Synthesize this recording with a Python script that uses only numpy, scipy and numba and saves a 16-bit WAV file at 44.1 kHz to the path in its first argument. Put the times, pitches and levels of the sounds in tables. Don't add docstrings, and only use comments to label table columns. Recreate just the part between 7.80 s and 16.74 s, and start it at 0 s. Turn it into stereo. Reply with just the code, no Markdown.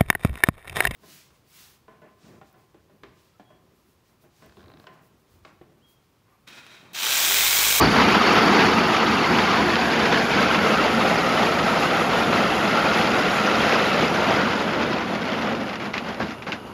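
import sys
import numpy as np
from scipy import signal
from scipy.fft import rfft, irfft, next_fast_len
from scipy.io import wavfile
from scipy.ndimage import uniform_filter1d
from numba import njit

SR = 44100
rng = np.random.default_rng(int(sys.argv[2]) if len(sys.argv) > 2 else 0)


def log_audio(samples):
    frames = np.atleast_2d(samples).T
    limited = np.clip(frames, -1, 1)
    pcm = np.round(limited * 32767).astype(np.int16)
    wavfile.write(sys.argv[1], SR, pcm)


N = 394075

# time in seconds, base level in dB.
FLOW = [(0, -13.5), (0.1, -20), (0.35, -20), (0.62, -18.5), (0.8, -18), (0.95, -20), (1.1, -22),
        (1.17, -21.5), (1.35, -21.5), (1.55, -21.5), (1.7, -20.5), (1.94, -22), (2.28, -23), (2.35, -20.5),
        (2.46, -25.5), (2.53, -22), (3.03, -22), (3.16, -23.5), (3.25, -22), (3.7, -23), (4.25, -23.5),
        (4.47, -22), (4.55, -21.5), (4.78, -23), (5.1, -21.5), (5.35, -23), (5.67, -23.5), (5.95, -21),
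        (6.05, -24), (6.24, -23), (6.32, -25), (6.5, -22), (6.65, -23), (6.85, -27.5), (7.04, -27),
        (7.15, -28.5), (7.29, -30.5), (7.34, -27.5), (7.4, -32), (7.52, -29.5), (7.6, -28.5), (7.72, -28),
        (7.79, -32), (7.88, -33.5), (7.99, -39), (8.02, -36), (8.11, -36.5), (8.22, -38), (8.3, -32),
        (8.36, -39), (8.44, -32), (8.57, -45), (8.64, -48), (8.69, -35), (8.8, -46), (8.94, -46)]
# start in seconds, strength in dB, pitch in Hz, thud over strength in dB.
KNOCKS = [(0.0445, -17, 1890, -3), (0.159, -16, 1270, 12.5), (0.178, -14, 1300, 7), (0.2006, -9, 2120, 4),
          (0.215, -13, 1500, 6), (0.345, -17, 1600, 12), (0.4517, -20, 1340, -15), (0.564, -12, 1400, 5),
          (0.788, -15, 1400, 4), (0.7918, -14, 2630, -1), (0.806, -10, 2600, 1), (0.818, -15, 1990, 1),
          (0.8634, -14, 2750, -5), (0.886, -15, 2610, -1), (1.142, -15, 1200, -3), (1.173, -21, 1310, -1),
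          (1.585, -12, 1280, 2), (1.758, -28, 1270, 0), (2.2548, -14, 1500, 3.5), (2.3256, -14, 2470, 4),
          (2.515, -17, 2570, -2), (2.703, -28, 2320, -7), (2.7451, -14, 1880, 1), (2.974, -15, 1420, -9),
          (3.6267, -19, 1300, -11), (3.787, -15, 1570, 2), (4.0251, -15.5, 1310, 5),
          (4.5262, -16, 1305, 8.5), (4.9108, -18, 1430, -4), (5.448, -20, 1370, -5), (5.924, -13, 2490, -6),
          (6.0432, -18, 1350, -8), (6.2206, -19, 2590, 4), (6.7998, -33, 1380, -3), (6.881, -24, 2600, -3),
          (6.94, -24, 1610, -6), (7.0147, -21, 1367, 5), (7.029, -21, 1920, 1), (7.079, -28, 1500, -5),
          (7.134, -23, 2500, -8), (7.205, -21, 1900, 5), (7.291, -27, 1960, -5), (7.35, -21.5, 2310, -2),
          (7.419, -21, 3170, -14), (7.454, -21, 2500, -12), (7.52, -21, 3180, -7), (7.539, -23, 1250, 0),
          (7.595, -28, 3000, -12), (7.6216, -19.5, 2000, 1), (7.699, -32, 1500, 7),
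          (7.7806, -39, 1687, -10), (7.807, -25, 2230, 5), (7.891, -27, 3100, 0), (7.93, -24.5, 2500, 3),
          (7.956, -21.5, 2780, -12), (7.9987, -25, 2170, 4), (8.018, -24, 2400, 4),
          (8.042, -26.5, 2080, -13), (8.055, -23.5, 2320, -3), (8.1357, -24, 2920, -6),
          (8.14, -16, 2030, -12), (8.1477, -25, 3130, 7.5), (8.165, -26, 2860, 6.5),
          (8.1795, -14, 2520, -20), (8.1914, -35, 2080, -9), (8.237, -36, 2200, 2), (8.2673, -30, 1920, -2),
          (8.2844, -28, 2030, 4), (8.323, -39, 2500, -8), (8.3448, -24, 2480, -18),
          (8.399, -23.5, 1500, 7.5), (8.409, -26, 1500, 6), (8.418, -30, 1800, 10), (8.4334, -41, 1190, 9),
          (8.469, -32, 3300, -10), (8.483, -28, 2890, -8), (8.5075, -24.5, 2640, -6),
          (8.5835, -38, 2900, -10), (8.6225, -26, 2420, -6), (8.6663, -27, 2650, 8), (8.678, -28, 1300, 4),
          (8.692, -30, 1200, 4), (8.72, -17, 2820, -8), (8.7272, -19, 2600, -15), (8.7514, -41, 2880, 8)]
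# pitch in Hz, width in Hz, gain in dB.
BED_MODES = [(70.6, 15, -13), (118, 51, -12.5), (172.4, 20.5, -3.5), (202.7, 17, 0.5), (229.7, 19.7, 1.5),
             (250.7, 23.3, 1), (283.4, 75, -4.5), (363, 44, -6.5)]
# pitch in Hz, width in Hz, gain in dB.
GATE_MODES = [(786, 60, -8), (1300, 125, 11.5), (1450, 250, 2), (2700, 410, -9)]
# frequency in Hz, gain in dB.
CLATTER_COLOUR = [(150, -23.5), (300, 1), (450, 1), (560, 0.5), (750, -1), (1100, -1.5), (1600, -4),
                  (2200, -15), (4000, -44)]
# frequency in Hz, gain in dB.
CLACK_COLOUR = [(800, -15), (1500, 1), (2200, 0), (3000, -5), (4000, -10), (5000, -12), (6000, -20),
                (8000, -23.5), (12000, -82.5)]
# frequency in Hz, gain in dB.
SPRAY_COLOUR = [(4500, -9), (7000, 0), (10000, -6), (13000, -14), (15500, -22)]
# centre in seconds, half length in seconds, level in dB.
SQUEAKS = [(6.62, 0.03, -55), (6.69, 0.02, -52), (6.81, 0.02, -53)]
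# frequency in Hz, left minus right in dB, share heard alike (0 to 1).
PORTS = [(25, 1, .9), (60, 0.5, .95), (200, 1.5, 1), (425, .5, 0.92), (690, -2, 0.91), (1310, -2, 0.86),
         (1720, -3, 0.67), (2830, 0, 0.84), (4710, 1, 0.62), (6500, 0.5, 0.7), (6760, 3, 1),
         (14800, 0.5, 1)]
# time in seconds, first dip in Hz,
# echo strength (0 to 1), depth of the narrow dip (0 to 1).
ECHO = [(0, 523, 0.09, 0.64), (1.4, 503, 0.02, 0.8), (3, 331, 0.22, 0.25), (5.2, 330, 0.29, 0.45),
        (6.5, 325, 0.14, 0.03), (8.94, 348, 0.1, 0)]
# frequency in Hz, lead of the left port in radians.
LEFT_LEAD = [(30, 0), (430, -.2), (1380, 0), (3000, .7), (5000, .6), (6500, -.9), (7800, -3.0),
             (8700, -3.3), (10600, -6.0), (12800, -6.6), (14200, -9.2), (15700, -9.6)]
# pitch in Hz, width in Hz, gain in dB.
NARROW_DIP = [(580, 172, -1.5)]
# frequency in Hz, gain in dB.
IDLE_COLOUR = [(25, -15), (120, 10), (220, -2.5), (440, 5), (750, -2), (960, 2.5), (1400, -1), (1900, -28),
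               (3100, -28), (4300, -25), (6000, -40), (8000, -20), (15000, -33)]
# pitch in Hz, width in Hz, gain in dB.
RATTLE_MODES = [(4500, 170, 12), (5300, 1300, -5.5)]
# time in seconds, level over the stream's base level in dB.
RATTLE_LEVEL = [(0, -12.5), (1.8, -16), (2.6, -17.5), (6.5, -44), (8.94, -14)]
# time in seconds, then
# bed boom, tailgate ring and clack, each in dB over the stream's base level.
STRUCK = [(0, 2, -16, -6), (0.3, -4, -4, -0.5), (0.9, -2.5, -7.5, -3), (1.2, -3.5, -3, -1.5),
          (1.5, -3.5, -6.5, -2), (1.9, -3.5, -11.5, -2), (2.3, -4, -10, -0.5), (2.9, -3, -7.5, -1.5),
          (3.8, -3.5, -8.5, -1.5), (4.8, -3, -7.5, -2.5), (5.7, -4.5, -6, -0.5), (6.7, -1.5, -9, -1.5),
          (7.7, 1, -10, -3.5), (8.94, 4, -12.5, -3)]
# time in seconds, level in dB.
SPRAY_LEVEL = [(0, -51), (0.9, -53), (1.2, -54.5), (3.5, -51), (5.9, -52.5), (6.5, -55), (7.1, -64),
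               (8.94, -69.5)]
# time in seconds, pitch in Hz.
GATE_PITCH = [(0, 1290), (1.7, 1280), (1.9, 1558), (2.4, 1541), (2.6, 1314), (3.6, 1290), (4.4, 1340),
              (5, 1376), (6.2, 1370), (8.94, 1370)]
# frequency in Hz, gain in dB.
CRACK_COLOUR = [(500, -4), (1200, 8), (2500, 9), (4200, 4.5), (5400, 0), (6800, -14), (10000, -25)]

HZ = np.fft.rfftfreq(next_fast_len(N + SR // 4), 1 / SR)
TIME = np.arange(N) / SR
TAPS = 4096

LURCH_HZ, LURCH_DB, LURCH_T60_S = 55, -23, 0.64
SURGE_PER_S, SURGE_DB = 22, 0.45
SETTLE_S = 0.3
LUMPS_PER_DB = 0.15
CLACK_SURGE = 1.25
BIGGEST = 1.012
WOBBLE_HZ = 22

ATTACK_S = 0.0023
CHIPS_T60_S, CHIPS_PER_THUD = 0.11, 0.27
HEAVY_SOFT = 0.54
CRACK_T60_S, CRACK_RISE_S = 0.011, 0.0004

IDLE_DB, HISS_DB = -42, -53.5
HISS_HZ, HISS_WIDTH_HZ = 2800, 330
SQUEAK_HZ = 9100
TOP_HZ = 15700


def undb(db):
    return 10 ** (np.asarray(db) / 20)


def unit(x):
    return x / np.sqrt(np.mean(x ** 2))


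def over_time(table):
    s, *columns = np.transpose(table)
    return [np.interp(TIME, s, column) for column in columns]


def on_hz(hz, value):
    return np.interp(np.log(HZ + 1), np.log(hz), value)


def colour(x, points):
    hz, db = np.transpose(points)
    filter_hz = np.fft.rfftfreq(TAPS, 1 / SR)
    gain = undb(np.interp(np.log(filter_hz + 1), np.log(hz), db))
    cepstrum = irfft(np.log(gain))
    cepstrum[1:TAPS // 2] *= 2
    cepstrum[TAPS // 2 + 1:] = 0
    response = irfft(np.exp(rfft(cepstrum)))[None, :TAPS // 2]
    return signal.oaconvolve(x, response)[:, :N]


def ring(x, modes):
    total = 0
    for k, (hz, width_hz, db) in enumerate(modes):
        b, a = signal.iirpeak(hz, hz / width_hz, SR)
        total = total + (-1) ** k * undb(db) * signal.lfilter(b, a, x)
    return total


def walk(rate):
    hold = int(SR / rate)
    x = np.repeat(rng.standard_normal(N // hold + 1), hold)
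    x = uniform_filter1d(uniform_filter1d(x, hold), hold // 2)[:N]
    return unit(x - uniform_filter1d(x, int(SETTLE_S * SR)))


def blows(spread_db, smear_s, count):
    when, size = rng.random((count, 2)).T
    impact_power = undb(-2 * spread_db * np.log(BIGGEST - size))
    power = np.bincount((when * N).astype(int), impact_power, N)
    power = signal.lfilter([1], [1, -np.exp(-1 / (smear_s * SR))], power)
    return unit(np.sqrt(power) * rng.standard_normal((2, N)))


def lurch():
    shudder = unit(ring(rng.standard_normal((2, N)), [(LURCH_HZ, 50, 0)]))
    return shudder * undb(LURCH_DB - 60 * TIME / LURCH_T60_S)


@njit
def add(out, start, pole, size, length):
    for k in range(len(start)):
        z = size[k] + 0j
        for i in range(start[k], min(start[k] + length[k], len(out))):
            z *= pole[k]
            out[i] += z.imag


def stones(low_hz, high_hz, t60, spread_db, count):
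    when, pitch, size, lag = rng.random((count, 4)).T
    hz = low_hz * (high_hz / low_hz) ** pitch
    t60 = t60 * np.sqrt(low_hz / hz)
    pole = np.exp((2j * np.pi * hz - np.log(1000) / t60) / SR)
    size = undb(-spread_db * np.log(1.03 - size)) * np.sqrt(hz / t60)
    length = (t60 * SR / 2).astype(np.int64)
    out = np.zeros((2, N))
    for row, late in zip(out, (0, lag * SR / 200)):
        add(row, (when * N + late).astype(np.int64), pole, size, length)
    return unit(out)


def swing(x):
    gate_hz, = over_time(GATE_PITCH)
    shift_hz = gate_hz - GATE_MODES[1][0] + WOBBLE_HZ * walk(10)
    turn = 2 * np.pi * np.cumsum(shift_hz) / SR
    return (signal.hilbert(x, next_fast_len(N))[:, :N] * np.exp(1j * turn)).real


def splash(surge):
    spray_db, = over_time(SPRAY_LEVEL)
    drops = unit(colour(blows(1.6, 0.0057, count=20000), SPRAY_COLOUR))
    return drops * undb(spray_db + 10.0 + surge + 1.3 * walk(17))


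def pour():
    flow_db, = over_time(FLOW)
    boom_db, gate_db, clack_db = over_time(STRUCK)
    rattle_db, = over_time(RATTLE_LEVEL)
    lumps = 1 + LUMPS_PER_DB * np.clip(-24.5 - flow_db, 0, 12)
    surge = SURGE_DB * walk(SURGE_PER_S) * lumps

    tumble = blows(2.3, 0.018, count=9000)
    chips = blows(5.2, 0.015, count=7000)
    rings = stones(401.4, 6974.0, t60=0.15, spread_db=2.5, count=6000)

    boom = unit(ring(blows(0.9, 0.0039, count=6000), BED_MODES))
    boom = boom * undb(boom_db + 0.79 * walk(8))
    clatter = unit(colour(tumble + 0.43 * rings, CLATTER_COLOUR)) * undb(surge + 2.01)
    gate = unit(swing(ring(tumble + 0.77 * chips, GATE_MODES)))
    gate = gate * undb(gate_db + 1.2 * walk(12))
    clack = unit(colour(chips + 2.08 * tumble + 0.82 * rings, CLACK_COLOUR))
    clack = clack * undb(clack_db + CLACK_SURGE * surge)
    ticks = unit(colour(blows(3.6, 0.0015, count=1200), CLACK_COLOUR))
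    ticks = ticks * undb(clack_db - 10.0 + np.clip(-24 - flow_db, 0, 4))
    rattle = unit(ring(chips, RATTLE_MODES)) * undb(rattle_db)

    stream = boom + clatter + gate + clack + ticks + rattle
    return lurch() + undb(flow_db) * stream + splash(surge)


def knocks():
    t = np.arange(SR // 5) / SR
    fade = np.log(1000) * t
    rise = 1 - np.exp(-t / ATTACK_S)
    crack_shape = (1 - np.exp(-t / CRACK_RISE_S)) * np.exp(-fade / CRACK_T60_S)
    stone, crack, chips, thud = np.zeros((4, 2, N + SR))
    noises = rng.standard_normal((len(KNOCKS), 2, 2, len(t)))
    for (s, db, hz, thud_db), (chip_noise, thud_noise) in zip(KNOCKS, noises):
        now = slice(int(s * SR), int(s * SR) + len(t))
        sharp = undb(db - HEAVY_SOFT * max(thud_db, 0))
        chip_gain = undb(db + CHIPS_PER_THUD * thud_db)
        stone[:, now] += sharp * np.sin(2 * np.pi * hz * t) * np.exp(-fade / 0.022)
        crack[:, now] += sharp * np.sign(thud_noise) * crack_shape
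        chips[:, now] += chip_gain * chip_noise * rise * np.exp(-fade / CHIPS_T60_S)
        thud[:, now] += undb(db + thud_db) * thud_noise * rise * np.exp(-fade / 0.092)
    thud_on_stone = 2.4 * colour(thud, CLATTER_COLOUR)
    thud_on_bed = 4.3 * ring(thud[:, :N], BED_MODES)
    thud_on_gate = 0.37 * ring(thud[:, :N], GATE_MODES)
    sharp_part = 0.63 * stone[:, :N] + colour(crack, CRACK_COLOUR) + 1.74 * colour(chips, CLACK_COLOUR)
    return sharp_part + thud_on_stone + thud_on_bed + thud_on_gate


def jetty(x):
    dip_hz, strength, depth = over_time(ECHO)
    dull = uniform_filter1d(x, size=11)
    echo = np.array([np.interp(TIME - 0.5 / dip_hz, TIME, row) for row in dull])
    x = x + np.clip(strength, 0, 1) * echo
    return x - np.clip(depth, 0, 1) * ring(x, NARROW_DIP)


def engine():
    noise = rng.standard_normal((2, N))
    idle = unit(colour(noise, IDLE_COLOUR)) * undb(IDLE_DB + 1.3 * walk(9))
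    band = [(HISS_HZ, HISS_WIDTH_HZ, 0)]
    hiss = unit(ring(ring(noise, band), band)) * undb(HISS_DB + 1.6 * walk(15))
    return idle + hiss


def brakes():
    pitch_hz = SQUEAK_HZ * (1 + 0.004 * walk(40))
    tone = np.sin(2 * np.pi * np.cumsum(pitch_hz) / SR)
    return tone * sum(undb(db) * np.exp(-((TIME - s) / half) ** 2) for s, half, db in SQUEAKS)


def scene():
    load = jetty(pour() + knocks())
    direct, scattered = rfft(load + engine() + brakes(), 2 * (len(HZ) - 1))
    hz, pan_db, alike = np.transpose(PORTS)
    alike = np.clip(on_hz(hz, alike), 0, 1)
    sign = np.array([[1], [-1]])
    lead = np.interp(HZ, *np.transpose(LEFT_LEAD))
    port = undb(sign * on_hz(hz, pan_db) / 2) * np.exp(1j * sign * lead / 2)
    same = np.sqrt((1 + alike) / 2) * direct
    different = sign * np.sqrt((1 - alike) / 2) * scattered
    return irfft(port * (same + different))[:, :N]


def record(dry):
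    thin = signal.sosfilt(signal.butter(2, 55.0, "high", fs=SR, output="sos"), dry)
    rounded = 1.4 * np.tanh(thin / 1.4)
    return signal.sosfilt(signal.ellip(10, 0.2, 80, TOP_HZ, fs=SR, output="sos"), rounded)


dry = scene()
out = record(dry)
log_audio(out)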